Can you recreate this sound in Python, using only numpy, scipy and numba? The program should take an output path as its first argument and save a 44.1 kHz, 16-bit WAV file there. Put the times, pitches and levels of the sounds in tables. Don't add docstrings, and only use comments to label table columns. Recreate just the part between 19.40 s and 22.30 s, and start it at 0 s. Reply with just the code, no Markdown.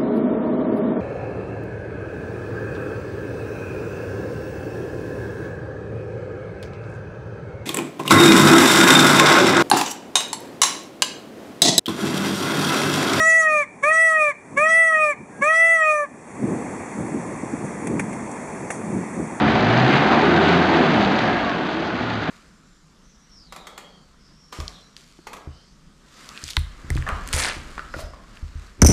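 import sys
import numpy as np
from scipy import signal
from scipy.fft import rfft, irfft, next_fast_len
from scipy.io import wavfile
from scipy.ndimage import uniform_filter1d
from numba import njit

SR = 44100
rng = np.random.default_rng(int(sys.argv[2]) if len(sys.argv) > 2 else 0)


def level_to_linear(level):
    exponent = np.asarray(level, float) / 20
    return 10 ** exponent


def master_out(mix):
    frames = np.transpose(np.atleast_2d(mix))
    ceiling = np.clip(frames, -1, 1)
    pcm = np.round(ceiling * 32767).astype(np.int16)
    wavfile.write(sys.argv[1], SR, pcm)


N = 127890


def level(x, db):
    return x * level_to_linear(db) / np.sqrt(np.mean(x ** 2))


def curve(table, axis):
    return np.interp(np.arange(N) / SR, np.array(table)[:, 0], np.array(table)[:, axis])


def spectrum_db(table, hz):
    points = np.array(table)
    return np.interp(np.log(hz), np.log(points[:, 0]), points[:, 1])


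def colour(x, table):
    size = next_fast_len(N + 4096)
    hz = np.arange(size // 2 + 1) * SR / size + 1
    return irfft(rfft(x, size) * level_to_linear(spectrum_db(table, hz)), size)[:N]


@njit
def svf(x, hz, width_hz):
    y, band, low = np.empty(len(x)), 0., 0.
    g, k = np.tan(np.pi * hz / SR), width_hz / hz
    for i in range(len(x)):
        v = (band + g * (x[i] - low)) / (1 + g * (g + k))
        band, low, y[i] = 2 * v - band, low + 2 * g * v, k * v
    return y


def ring(x, body):
    out = 0
    for k, (hz, width_hz, db) in enumerate(body):
        mode = svf(x, 1. * hz, 1. * width_hz) / np.sqrt(width_hz)
        out = out + (-1) ** k * level_to_linear(db) * mode
    return out


def walk(rate_hz):
    hold = int(SR / rate_hz)
    steps = np.repeat(rng.standard_normal(N // 50), hold)[:N]
    return 1.3 * uniform_filter1d(uniform_filter1d(steps, hold), hold)


def swell(middle_s, length_s):
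    return np.cos(np.pi * np.clip((np.arange(N) / SR - middle_s) / length_s, -.5, .5)) ** 2


# start_s, level_db
WIND = [
    (0, 6),
    (.4, -4),
    (1.3, -8.5),
    (1.75, 3),
    (2.1, 1),
    (2.9, -2.5),
]


def rumble():
    ground = level(svf(rng.standard_normal(N), 35., 40.), -43)
    return ground * level_to_linear(3.7 * walk(4.7) + curve(WIND, axis=1))


# start_s, firing_hz, level_db
AHEAD = [
    (0, 71.23, -16),
    (.18, 72.9, -25),
    (.3, 73.7, -39),
    (2.9, 74.5, -52.5),
]
AHEAD_ORDERS_DB = [-13, -3.5, -3, -12, -13.5]


def ahead():
    turn = 2 * np.pi * np.cumsum(curve(AHEAD, axis=1) * (1 + 0.0076 * walk(7.3))) / SR
    hum = 0
    for k, db in enumerate(AHEAD_ORDERS_DB):
        hum = hum + level_to_linear(db + 0.54 * walk(15)) * np.sin((k + 1) * turn + k)
    return hum * level_to_linear(curve(AHEAD, axis=2))


# start_s, peak_db
TWIGS = [(.2075, -22), (.377, -21), (.4, -21), (.4805, -20), (.5375, -19), (.5575, -20), (.573, -19),
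         (.9621, -20), (1.0912, -18), (1.3706, -19), (1.563, -21), (1.6097, -20), (1.6268, -19),
         (1.6488, -18), (1.7483, -24), (1.7638, -23), (1.7905, -17), (1.9811, -24), (2.0486, -26),
         (2.0953, -20), (2.3308, -28), (2.4484, -28), (2.841, -29)]


def twigs(decay_s):
    out, t = np.zeros(N), np.arange(800) / SR
    for start_s, peak_db in TWIGS:
        i = int(start_s * SR)
        burst = np.sign(rng.standard_normal(800))
        out[i:i + 800] += level_to_linear(peak_db) * burst * np.exp(-t / decay_s)
    return level_to_linear(6) * (svf(out, 3600., 2400.) + .6 * svf(out, 1900., 900.))


def leaves(per_s):
    chance = rng.random((2, N))
    struck = chance[0] < per_s * level_to_linear(2.5 * walk(12)) / SR
    size_db = np.minimum(-2.6 * np.log(chance[1]), 11)
    grains = struck * level_to_linear(size_db) * np.sign(rng.standard_normal(N))
    return level(svf(grains, 2000.0, 2500.) + 0.28 * svf(grains, 3500.0, 1300.0), -12.5)


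# middle_s, length_s, centre_hz, level_db
SPLASHES = [(0.543, 0.13, 1810, -26), (1.076, 0.13, 3034, -30.5), (1.349, 0.065, 1048, -23),
            (1.618, .06, 3512, -33.5), (1.651, 0.014, 3800, -34), (2, 0.028, 2980, -39),
            (2.262, 0.036, 1300, -34.5), (2.47, 0.033, 4962, -38), (2.594, 0.023, 1459, -33),
            (2.83, 0.048, 4070, -41.5), (.558, .04, 1500, -22), (.73, .04, 900, -21), (1.58, .08, 700, -27),
            (.965, .03, 2800, -31), (1.12, .1, 2100, -29)]


def splashes():
    out = 0
    for middle_s, length_s, hz, db in SPLASHES:
        grit = rng.standard_normal(N) * (rng.random(N) < .05)
        out = out + level(svf(grit, 1. * hz, 0.45 * hz), db) * swell(middle_s, 2 * length_s)
    return out


def thud():
    start_s, pitch_hz, peak_db, t60_s = 2.8897, 230, -11.5, .07
    t = np.maximum(np.arange(N) / SR - start_s, 0)
    return -level_to_linear(peak_db) * np.sin(2 * np.pi * pitch_hz * t) * np.exp(-np.log(1000) * t / t60_s)


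# pitch_hz, density_db (dB per Hz)
ROAR = [(45, -44.5), (90, -24.5), (160, 0.5), (352, -0.5), (480, -7), (742, -6), (1530, -9.5),
        (4200, -25.5)]


def roar():
    out, surge = 0, walk(6.36)
    for hz in 60 * 2 ** np.arange(0, 6.9, 1 / 3):
        band = svf(svf(rng.standard_normal(N), hz, hz / 3), hz, hz / 3)
        out = out + level_to_linear(spectrum_db(ROAR, hz) + 0.37 * surge + 0.96 * walk(8.93)) * band
    return level(out, 1.5)


# middle_s, length_s, level_db
BOOMS = [(.1, 0.27, -32), (0.41, 0.4, -20.5), (1.147, .6, -25), (1.04, .8, -34), (.2, 0.62, -37),
         (.55, .25, -25), (0.592, 0.13, -21.5), (1.156, 0.094, -20.5), (1.2, .35, -25), (1.4, 0.16, -24),
         (1.08, 0.24, -23.5), (.3, 0.35, -26), (.82, 0.15, -24.5), (1.42, .15, -27), (.74, .14, -19),
         (.86, .07, -20), (.33, .08, -23), (.32, .07, -22), (1.31, .05, -21), (1.39, .06, -19),
         (1.49, .12, -21), (1.53, .12, -23), (1.585, .09, -19.5), (1.58, .13, -29), (1.66, .1, -24),
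         (1.695, .08, -21), (1.755, .07, -22), (1.83, .08, -22), (1.87, .56, -42), (2.2, .1, -31),
         (2.38, .11, -30), (2.74, .32, -31), (2.7, 0.68, -41), (2.75, .3, -40)]
BOOM_ORDERS = [2, 2, 2, 1, 1, 3, 2, 3, 4, 4.25, 4.5, 5, 3.75, 5, 3, 5, 3.75, 6.25, 4, 3.25, 2, 4, 3, 1.5, 5,
               3, 3.5, 4, 1, 7.75, 9, 3, 2, 4]


def booms(firing_hz, rough_db, sway_rad):
    turn, out = 2 * np.pi * np.cumsum(firing_hz) / SR, 0
    for order, (middle_s, length_s, db) in zip(BOOM_ORDERS, BOOMS):
        pitch_hz = order * firing_hz[int(middle_s * SR)]
        loose = min(max(pitch_hz / 75 - 1.9, .2), 3)
        gain = level_to_linear(db - 0.5 + rough_db * loose * walk(22.16)) * swell(middle_s, length_s) ** 0.34
        out = out + gain * np.sin(order * turn + sway_rad * loose * walk(18))
    return out


def hoot(table, width_hz, steady):
    lowpass = signal.butter(2, width_hz, fs=SR, output="sos")
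    low = signal.sosfilt(lowpass, rng.standard_normal((2, N)))
    low = low / low.std()
    turn = 2 * np.pi * np.cumsum(curve(table, axis=1)) / SR + .5 * walk(25.07)
    tone = (steady + low[0]) * np.cos(turn) + low[1] * np.sin(turn)
    return level(tone, 0) * level_to_linear(curve(table, axis=2))


# start_s, pitch_hz, level_db
SHIELD = [(0, 725, -11), (.2, 735, -8), (.4, 740, -11), (.6, 750, -11), (.73, 772, -6), (.9, 740, -14),
          (1.3, 740, -12), (1.52, 720, -10), (1.64, 778, -8), (1.78, 745, -6), (1.95, 727, -6),
          (2.05, 705, -10), (2.3, 704, -24)]
# start_s, pitch_hz, level_db
INTAKE = [
    (0, 1410, -29),
    (.7, 1499, -19.5),
    (.95, 1532, -7.5),
    (1.25, 1530, -11.5),
    (1.5, 1560, -26.5),
    (1.8, 1644, -11.5),
    (2.0, 1667, -7.5),
    (2.3, 1480, -13),
    (2.6, 1427, -9.5),
]
# start_s, pitch_hz, level_db
SILENCER = [(0, 330, -20), (.75, 340, -18), (.92, 355, -5), (1.05, 362, -4), (1.18, 358, -4),
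            (1.32, 345, -7), (1.48, 310, -9), (1.62, 300, -5), (1.75, 300, -14), (2.0, 300, -24)]


def hoots():
    shield = hoot(SHIELD, width_hz=30, steady=2.0)
    intake = hoot(INTAKE, width_hz=65.0, steady=0.25)
    return shield + intake + hoot(SILENCER, width_hz=54, steady=0.42)


# start_s, level_db
GEAR = [
    (0, -30),
    (1.75, -24),
    (1.88, -9),
    (1.99, -8),
    (2.06, -4),
    (2.11, -6),
    (2.17, -8),
    (2.21, -26),
    (2.9, -30),
]


def gear_whine(firing_hz):
    turn = 2 * np.pi * 24.4 * np.cumsum(firing_hz) / SR
    return level_to_linear(curve(GEAR, axis=1) + 1.5 * walk(25)) * np.sin(turn + .6 * walk(30))


CYLINDERS_DB = [-2, -4, -4, -9]


def firings(firing_hz, scatter_db):
    turns = np.cumsum(firing_hz) / SR
    count = turns.astype(int)
    size_db = np.resize(CYLINDERS_DB, 400) + scatter_db * rng.standard_normal(400)
    size = level_to_linear(size_db)[count]
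    pulses = np.diff(count, prepend=0) * size * SR / firing_hz
    return pulses, turns % 1, size


# pitch_hz, width_hz, level_db
EXHAUST = [(80.5, 63, -21.5), (123, 34, -5.5), (166, 31, -8), (239, 49, 3), (303.3, 37, 1), (336, 53, 2.5)]
# pitch_hz, width_hz, level_db
BLOCK = [(641, 88, -1), (733, 73, 0), (877.4, 52, -1.5), (1690, 540, -0.5), (3150, 3800, -3.5),
         (4070, 1200, -22)]


def engine(firing_hz, load_db):
    pulses, phase, size = firings(firing_hz * (1 + .004 * walk(20)), scatter_db=1.0)
    puff = size * np.exp(-phase / 0.6)
    pipe = level(ring(pulses, EXHAUST), -7.5) * level_to_linear(load_db)
    gas = level(ring(puff * rng.standard_normal(N), EXHAUST), -8)
    knock = level(ring(puff * rng.standard_normal(N), BLOCK), -5)
    return pipe + gas + knock + gear_whine(firing_hz) + hoots()


def trunk_echoes(x):
    t60_s, wet_db = 0.94, -10
    t = np.arange(SR // 2) / SR
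    trunks = rng.standard_normal(len(t)) * np.exp(-np.log(1000) * t / t60_s) * (t > .015)
    wet = signal.fftconvolve(x, trunks / np.sqrt(np.sum(trunks ** 2)))[:N]
    return level_to_linear(wet_db) * wet


# start_s, firing_hz, closeness_db, exhaust_load_db
DRIVE = [(0, 50.18, -18.5, -12), (.24, 54.66, -19.5, 2.5), (.4, 63.2, -17.5, -3.5), (.62, 72.69, -18, 2),
         (.9, 82.87, -17.5, -0.5), (1.1, 87.26, -18.5, -3.5), (1.29, 84.3, -19, -5),
         (1.4, 79.72, -18.5, -1), (1.5, 75.6, -18, -3), (1.66, 66.19, -20, -3), (1.85, 55.68, -20.5, -12),
         (2.06, 47.23, -24, -12), (2.17, 41.61, -26, -16), (2.35, 35.37, -26.5, -11),
         (2.6, 40.73, -27.5, -6), (2.7, 37.8, -28, -25), (2.8, 34.95, -28, -13), (2.9, 32.7, -27.5, -12)]


def scene():
    firing_hz, close_db, load_db = curve(DRIVE, axis=1), curve(DRIVE, axis=2) - 3, curve(DRIVE, axis=3)
    vehicle = (engine(firing_hz, load_db) + roar()) * level_to_linear(close_db)
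    tyres = leaves(per_s=1500) * level_to_linear(-20.5 + 0.67 * (close_db + 22))
    dry = rumble() + ahead() + twigs(decay_s=.0016) + splashes() + thud()
    dry = dry + tyres + booms(firing_hz, rough_db=1.6, sway_rad=.6) + vehicle
    return (dry + trunk_echoes(dry))[None]


def band_limit(x):
    return signal.sosfilt(signal.butter(12, 12750, fs=SR, output="sos"), x)


# pitch_hz, gain_db
MIC = [(2500, -0.5), (4000, 0.5), (4800, -2), (5250, -7.5), (5600, -11), (6200, -36)]
# pitch_hz, gain_db
SMOOTHING = [(5800, 0), (7000, -10.5), (8000, -12.5), (9300, -16), (10000, -11.5), (10600, -9),
             (12500, -17.5)]


def record(dry):
    coarse, end_fade_s = 4, .0015
    x = np.tanh(1.36 * dry[0]) / 1.056
    x = signal.sosfilt(signal.butter(3, 66, "high", fs=SR, output="sos"), x)
    x = colour(x, MIC) * (np.arange(N) % coarse == 0)
    u = np.abs(np.arange(-2 * coarse, 2 * coarse + 1)) / coarse
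    inner = 1.5 * u ** 3 - 2.5 * u ** 2 + 1
    outer = -.5 * u ** 3 + 2.5 * u ** 2 - 4 * u + 2
    cubic = np.where(u < 1, inner, outer)
    x = colour(np.convolve(x, cubic, "same"), SMOOTHING)
    x = x * np.minimum((N - np.arange(N)) / SR / end_fade_s, 1)
    return band_limit(x[None])


dry = scene()
out = record(dry)
master_out(out)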